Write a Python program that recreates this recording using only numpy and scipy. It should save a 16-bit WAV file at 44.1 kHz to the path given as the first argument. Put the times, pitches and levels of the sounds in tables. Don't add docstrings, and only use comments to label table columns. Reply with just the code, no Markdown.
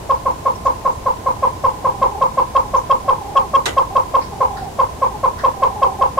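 import sys
import numpy as np
from scipy import signal
from scipy.fft import rfft, irfft
from scipy.io import wavfile
from scipy.ndimage import uniform_filter1d

SR = 44100
rng = np.random.default_rng(int(sys.argv[2]) if len(sys.argv) > 2 else 0)


def inscribe(sig):
    pcm = np.round(np.clip(np.atleast_2d(sig).T, -1, 1) * 32767)
    wavfile.write(sys.argv[1], SR, pcm.astype(np.int16))


def to_linear_factor(level_db):
    exponent = np.asarray(level_db, float) / 20
    return 10 ** exponent


N = 272979

# (time [s], pitch [Hz], effort [dB])
CLUCKS = [(0.093, 540.2, 0), (0.2545, 535, -1.5), (0.4533, 538, -0.7), (0.6528, 538.2, 0),
          (0.8492, 537, -0.5), (1.0574, 532.3, -0.5), (1.2591, 534, -1), (1.4249, 532.7, 1),
          (1.637, 534.8, 1.35), (1.8438, 532, 0.1), (2.015, 535, 1.5), (2.2105, 535.9, 1.36),
          (2.3722, 533.6, 1), (2.5489, 540.5, 1.66), (2.7353, 535.7, 1), (2.8962, 543.6, 1.06),
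          (3.0789, 537.4, 1.5),
          (3.353, 550, 0.39), (3.534, 549.8, 0.32), (3.7668, 540.5, 1.56), (3.952, 538, 1.75),
              (4.1382, 538.5, 1.3), (4.4034, 531.7, 1.1), (4.7866, 535.7, 1.4), (5.0165, 535.7, 0.19),
              (5.232, 533.5, 0.89), (5.4348, 536.6, 1.63), (5.6202, 536.1, 1.6), (5.8173, 538.4, 2.1),
              (6.0083, 538, 1.3), (6.173, 536, 1.2)]
# (start [ms], attack [ms], hold [ms], release [ms], level [dB])
HARMONICS = [
    (-3, 4.94, 22.3, 9, -19.5),
    (2.23, 16.7, 2.62, 9.87, -1.07),
    (0, 7.3, 7, 9.6, -36),
    (1, 2.4, 7.9, 6.8, -41.5),
]
# (start [ms], attack [ms], hold [ms], release [ms], level [dB])
CREAK = [
    (25.8, 4.1, 9.9, 4.4, -29),
    (26.5, 2, 1.1, 6, -40.5),
]
# (start [ms], attack [ms], hold [ms], release [ms], level [dB])
WHEEZE = (22.5, 8, 2, 4, -1.5)
# (frequency [Hz], level [dB])
RASP_SPECTRUM = [(1100, -2.5), (1300, -0.5), (1900, -19), (2250, -8), (2600, -18.5), (6000, -25),
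                 (9000, -30.5)]
RASP_DB = -34
RELAXED_HZ, RELAXED_LENGTH, STRETCH_PER_HZ2 = 533, .95, .001
CLUCK_FROM_MS, OPEN_MS, CLUCK_TO_MS = -3, 8, 34
HELD_SHARE, SAG_PER_MS = 1.034, .0032
ONSET_DROP, ONSET_MS, ONSET_WIDTH_MS = 0.395, 1.71, 0.72
CLOSE_DROP, CLOSE_MS, CLOSE_WIDTH_MS = 0.19, 27.85, 1.52


def hornbill():
    out, beam = np.zeros((2, N))
    rasp = to_linear_factor(RASP_DB) * colour(rng.standard_normal(N), RASP_SPECTRUM)
    for s, hz, db in CLUCKS:
        length = RELAXED_LENGTH + STRETCH_PER_HZ2 * max(hz - RELAXED_HZ, 0) ** 2
        t = np.arange(CLUCK_FROM_MS, CLUCK_TO_MS * length, 1000 / SR)
        t = np.where(t > OPEN_MS, OPEN_MS + (t - OPEN_MS) / length, t)

        onset = ONSET_DROP * fall(t, ONSET_MS, ONSET_WIDTH_MS)
        closing = CLOSE_DROP * (1 - fall(t, CLOSE_MS, CLOSE_WIDTH_MS))
        share = HELD_SHARE - SAG_PER_MS * t + onset - closing
        phase = 2 * np.pi * np.cumsum(hz * share) / SR

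        low, octave, third, fourth = (swell(t, *row) for row in HARMONICS)
        creak_third, creak_fourth = (swell(t, *row) for row in CREAK)
        gains = [low, octave, creak_third, fourth + creak_fourth]
        voice = sum(gain * np.sin((k + 1) * phase + .84 * k) for k, gain in enumerate(gains))
        breath = np.sqrt(octave) + swell(t, *WHEEZE)
        air_noise = breath * rasp[int(s * SR) // 2:][:len(t)]

        start = s + CLUCK_FROM_MS / 1000
        add(out, to_linear_factor(db) * (voice + air_noise), start)
        add(beam, to_linear_factor(db) * third * np.sin(3 * phase + 1.7), start)
    return out, beam


# (left delay [ms], left gain [ratio], right delay [ms], right gain [ratio])
ECHOES = [(0, 1, 0, .92), (1.48, .47, 1.52, .57), (2.59, .23, 8.24, .23), (10.86, .34, 13.09, .05),
          (20.19, .27, 13.67, .24), (22.85, .14, 16.66, .27), (25.41, .61, 19.16, .18),
          (27.6, .08, 23.62, .44), (28.66, .42, 27.96, .95), (34.92, .11, 31.27, .55),
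          (35.7, .09, 31.66, .21), (41.04, .1, 53.37, .08), (51.01, .26, 59.86, .14),
          (52.47, .21, 60.48, .12), (64.4, .08, 64.07, .06)]
SCATTER_DB, SCATTER_T60_S, SCATTER_RISE_S = -19.5, 0.24, 0.07


def surroundings():
    response = to_linear_factor(SCATTER_DB) * scatter(SCATTER_T60_S, SCATTER_RISE_S)
    for side, (ms, gain) in enumerate(np.transpose(ECHOES).reshape(2, 2, -1)):
        response[side, (ms * SR / 1000).round().astype(int)] += gain
    return response


def scatter(t60, rise):
    t = np.arange(SR) / SR
    tail = rng.standard_normal((2, SR)) * patches(SR, 14, 7)
    tail = tail * (1 - np.exp(-(t / rise) ** 2)) * to_linear_factor(-60 * t / t60)
    return tail / np.sqrt(np.mean(np.sum(tail ** 2, axis=1)))


# (frequency [Hz], density [dB per Hz])
SNAP_SPECTRUM = [(120, -36), (200, 2.5), (612, 3), (1100, -4.5), (1500, -3.5), (1770, -12), (1980, 0.5),
                 (2170, -12), (3690, -6.5), (4680, -17), (6640, -14.5), (7270, -17), (14600, -34),
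                 (16000, -56)]
# (frequency [Hz], T60 [s])
SNAP_T60 = [(300, 0.16), (2000, 0.22), (6000, 0.16), (15000, 0.22)]
SNAP_S, SNAP_DB, SNAP_PAN_DB, CRACK_DB = 3.6557, -10, -0.5, -4
SNAP_RISE_CYCLES = 8


def snap():
    t = np.arange(SR // 2) / SR
    noise = colour(rng.standard_normal((2, len(t))), SNAP_SPECTRUM)
    spectrum, hz = rfft(noise), np.fft.rfftfreq(len(t), 1 / SR)
    body = np.zeros((2, len(t)))
    for low_hz in 200 * 2. ** np.arange(0, 7):
        octave = irfft(spectrum * (hz >= low_hz) * (hz < 2 * low_hz), len(t))
        decay = to_linear_factor(-60 * t / on_log(1.8 * low_hz, SNAP_T60))
        body += octave * decay * np.minimum(t * low_hz / SNAP_RISE_CYCLES, 1)
    crack = 1 + to_linear_factor(CRACK_DB) * np.exp(-t / .006)
    burst = body * patches(len(t), 2.5, 2.5) * crack * np.minimum(t / .0008, 1)
    out = np.zeros((2, N))
    add(out, burst * to_linear_factor(SNAP_DB + SNAP_PAN_DB * np.array([[1], [-1]])), SNAP_S)
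    return out


# (time [s], length [s], level [dB])
PURRS = [
    (1.35, 0.085, -39.5),
    (1.68, 0.44, -38.5),
    (2.04, 0.17, -32.5),
    (2.63, 0.068, -33),
    (3.04, 0.43, -33.5),
    (3.9, 0.049, -27.5),
    (4.308, 0.407, -33),
    (5.091, .1, -32),
    (5.54, 0.42, -32.5),
    (5.98, 0.1, -27),
]
PURR_HZ, PURR_SAG_HZ_PER_S, PURR_SWELL_DB_PER_S, PURR_EDGE_S = 822, 50, 8, .02
PURR_RATE_HZ, PURR_DROOP, PURR_UNEVEN, PURR_SCATTER_DB = 30, .15, .22, 2.5
PURR_LOW_DB, PURR_WET_DB = -12, -3


def far_bird():
    out = np.zeros(N)
    for s, length, db in PURRS:
        t = np.arange(0, length, 1 / SR)
        spacing, size, pitch = rng.standard_normal((64, 3)).T
        starts = np.cumsum(np.exp(PURR_UNEVEN * spacing)) / PURR_RATE_HZ - 1 / PURR_RATE_HZ
        count = np.interp(t, starts, np.arange(64))
        hoot, beat = count.astype(int), count % 1
        bend = 1 + PURR_DROOP * (.5 - beat) + .03 * pitch[hoot]
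        phase = 2 * np.pi * np.cumsum((PURR_HZ - PURR_SAG_HZ_PER_S * t) * bend) / SR
        throb = np.sin(np.pi * beat) ** 1.1 * to_linear_factor(PURR_SCATTER_DB * size[hoot])
        voice = np.sin(phase) + to_linear_factor(PURR_LOW_DB) * np.sin(phase / 2)
        edges = np.minimum(np.minimum(t, length - t) / PURR_EDGE_S, 1)
        add(out, 2 * to_linear_factor(db + PURR_SWELL_DB_PER_S * t) * edges * throb * voice, s)
    return out + to_linear_factor(PURR_WET_DB) * through(out, scatter(.25, .006))


# (time [s], length [s], centre [Hz], width [Hz], level [dB])
RUSTLES = [
    (0.552, 0.016, 5450, 900, -52.5),
    (0.65, 0.047, 6000, 2500, -54),
    (.92, 0.035, 7300, 1500, -59),
    (2.764, 0.033, 6100, 1200, -48.5),
    (4.208, 0.071, 4750, 1497, -51.5),
    (4.211, 0.045, 1890, 1100, -49.5),
    (4.565, 0.078, 4470, 1500, -54),
    (4.563, 0.054, 1450, 800, -44),
    (5.379, 0.075, 1540, 786, -42.5),
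    (5.383, 0.067, 4700, 2500, -53),
]


def rustles():
    out = np.zeros((2, N))
    for s, length, hz, width, db in RUSTLES:
        noise = rng.standard_normal((2, 8192))
        skirts = [(hz - width, -30), (hz - width / 2, 0), (hz + width / 2, 0), (hz + width, -30)]
        band = colour(noise, skirts)
        t = np.arange(8192) / SR / length
        envelope = (1 - np.exp(-12 * t)) * np.exp(-1.5 * t)
        add(out, to_linear_factor(db + 14.5) * patches(8192, 2.0, 1.6) * band * envelope, s)
    return out


# (frequency [Hz], density [dB per Hz])
AIR_SPECTRUM = [(12, -36), (20, -9.5), (91, 0), (270, -8.5), (472, -7.5), (542, -8.5), (738, -8),
                (1000, -7.5), (1260, -19.5), (1810, -22.5), (1960, -23), (4420, -27.5), (6910, -28),
                (14700, -36), (16000, -42)]
# (frequency [Hz], left-right likeness [0-1])
ALIKE = [(40, .97), (90, .96), (170, .85), (300, .55), (600, .1), (1000, 0)]
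AIR_DB = -31
DRONE_HZ, DRONE_WIDTH_HZ, DRONE_DB = 60, 14, -41


def air():
    hz = np.fft.rfftfreq(N, 1 / SR)
    alike = on_log(hz, ALIKE)
    mid, side, hum = rfft(rng.standard_normal((3, N)))
    shared, own = mid * np.sqrt(1 + alike), side * np.sqrt(1 - alike)
    pair = irfft([shared + own, shared - own], N)
    drone = irfft(hum / (1 + ((hz - DRONE_HZ) / DRONE_WIDTH_HZ) ** 2), N)
    balance_db = 0.081 * np.array([[-1], [1]])
    return to_linear_factor(AIR_DB + balance_db) * colour(pair, AIR_SPECTRUM) + to_linear_factor(DRONE_DB) * drone / drone.std()


def on_log(hz, table):
    return np.interp(np.log(np.maximum(hz, 1)), np.log([r[0] for r in table]), [r[1] for r in table])


def colour(x, table):
    gain = to_linear_factor(on_log(np.fft.rfftfreq(x.shape[-1], 1 / SR), table))
    y = irfft(rfft(x) * gain, x.shape[-1])
    return y / np.sqrt(np.mean(y ** 2))


def add(track, x, s):
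    i = int(s * SR)
    track[..., i:i + x.shape[-1]] += x[..., :track.shape[-1] - i]


def through(x, response):
    return signal.fftconvolve(x[None], response, axes=1)[:, :N]


def patches(count, ms, db):
    k = int(ms * SR / 1000)
    steps = np.repeat(rng.standard_normal((2, count // k + 1)), k, axis=1)
    return to_linear_factor(db * uniform_filter1d(steps, k)[:, :count])


def swell(t, start, attack, hold, release, db):
    return to_linear_factor(db) * np.interp(t, np.cumsum([start, attack, hold, release]), [0, 1, 1, 0])


def fall(t, middle, width):
    return 1 / (1 + np.exp((t - middle) / width))


def scene():
    voice, beam = hornbill()
    return through(voice, surroundings()) + beam + snap() + far_bird() + rustles() + air()


def low_pass(x):
    return signal.sosfilt(signal.butter(12, 16520, fs=SR, output="sos"), x)


CEILING, KNEE, TOP_HZ = .585, 14, 15830


def record(dry):
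    flat = dry / (1 + np.abs(dry / CEILING) ** KNEE) ** (1 / KNEE)
    flat = signal.sosfilt(signal.ellip(10, .2, 60, TOP_HZ, fs=SR, output="sos"), flat)
    mix = flat * np.minimum(np.arange(N, 0, -1) / 80, 1)
    return low_pass(mix)


dry = scene()
out = record(dry)
inscribe(out)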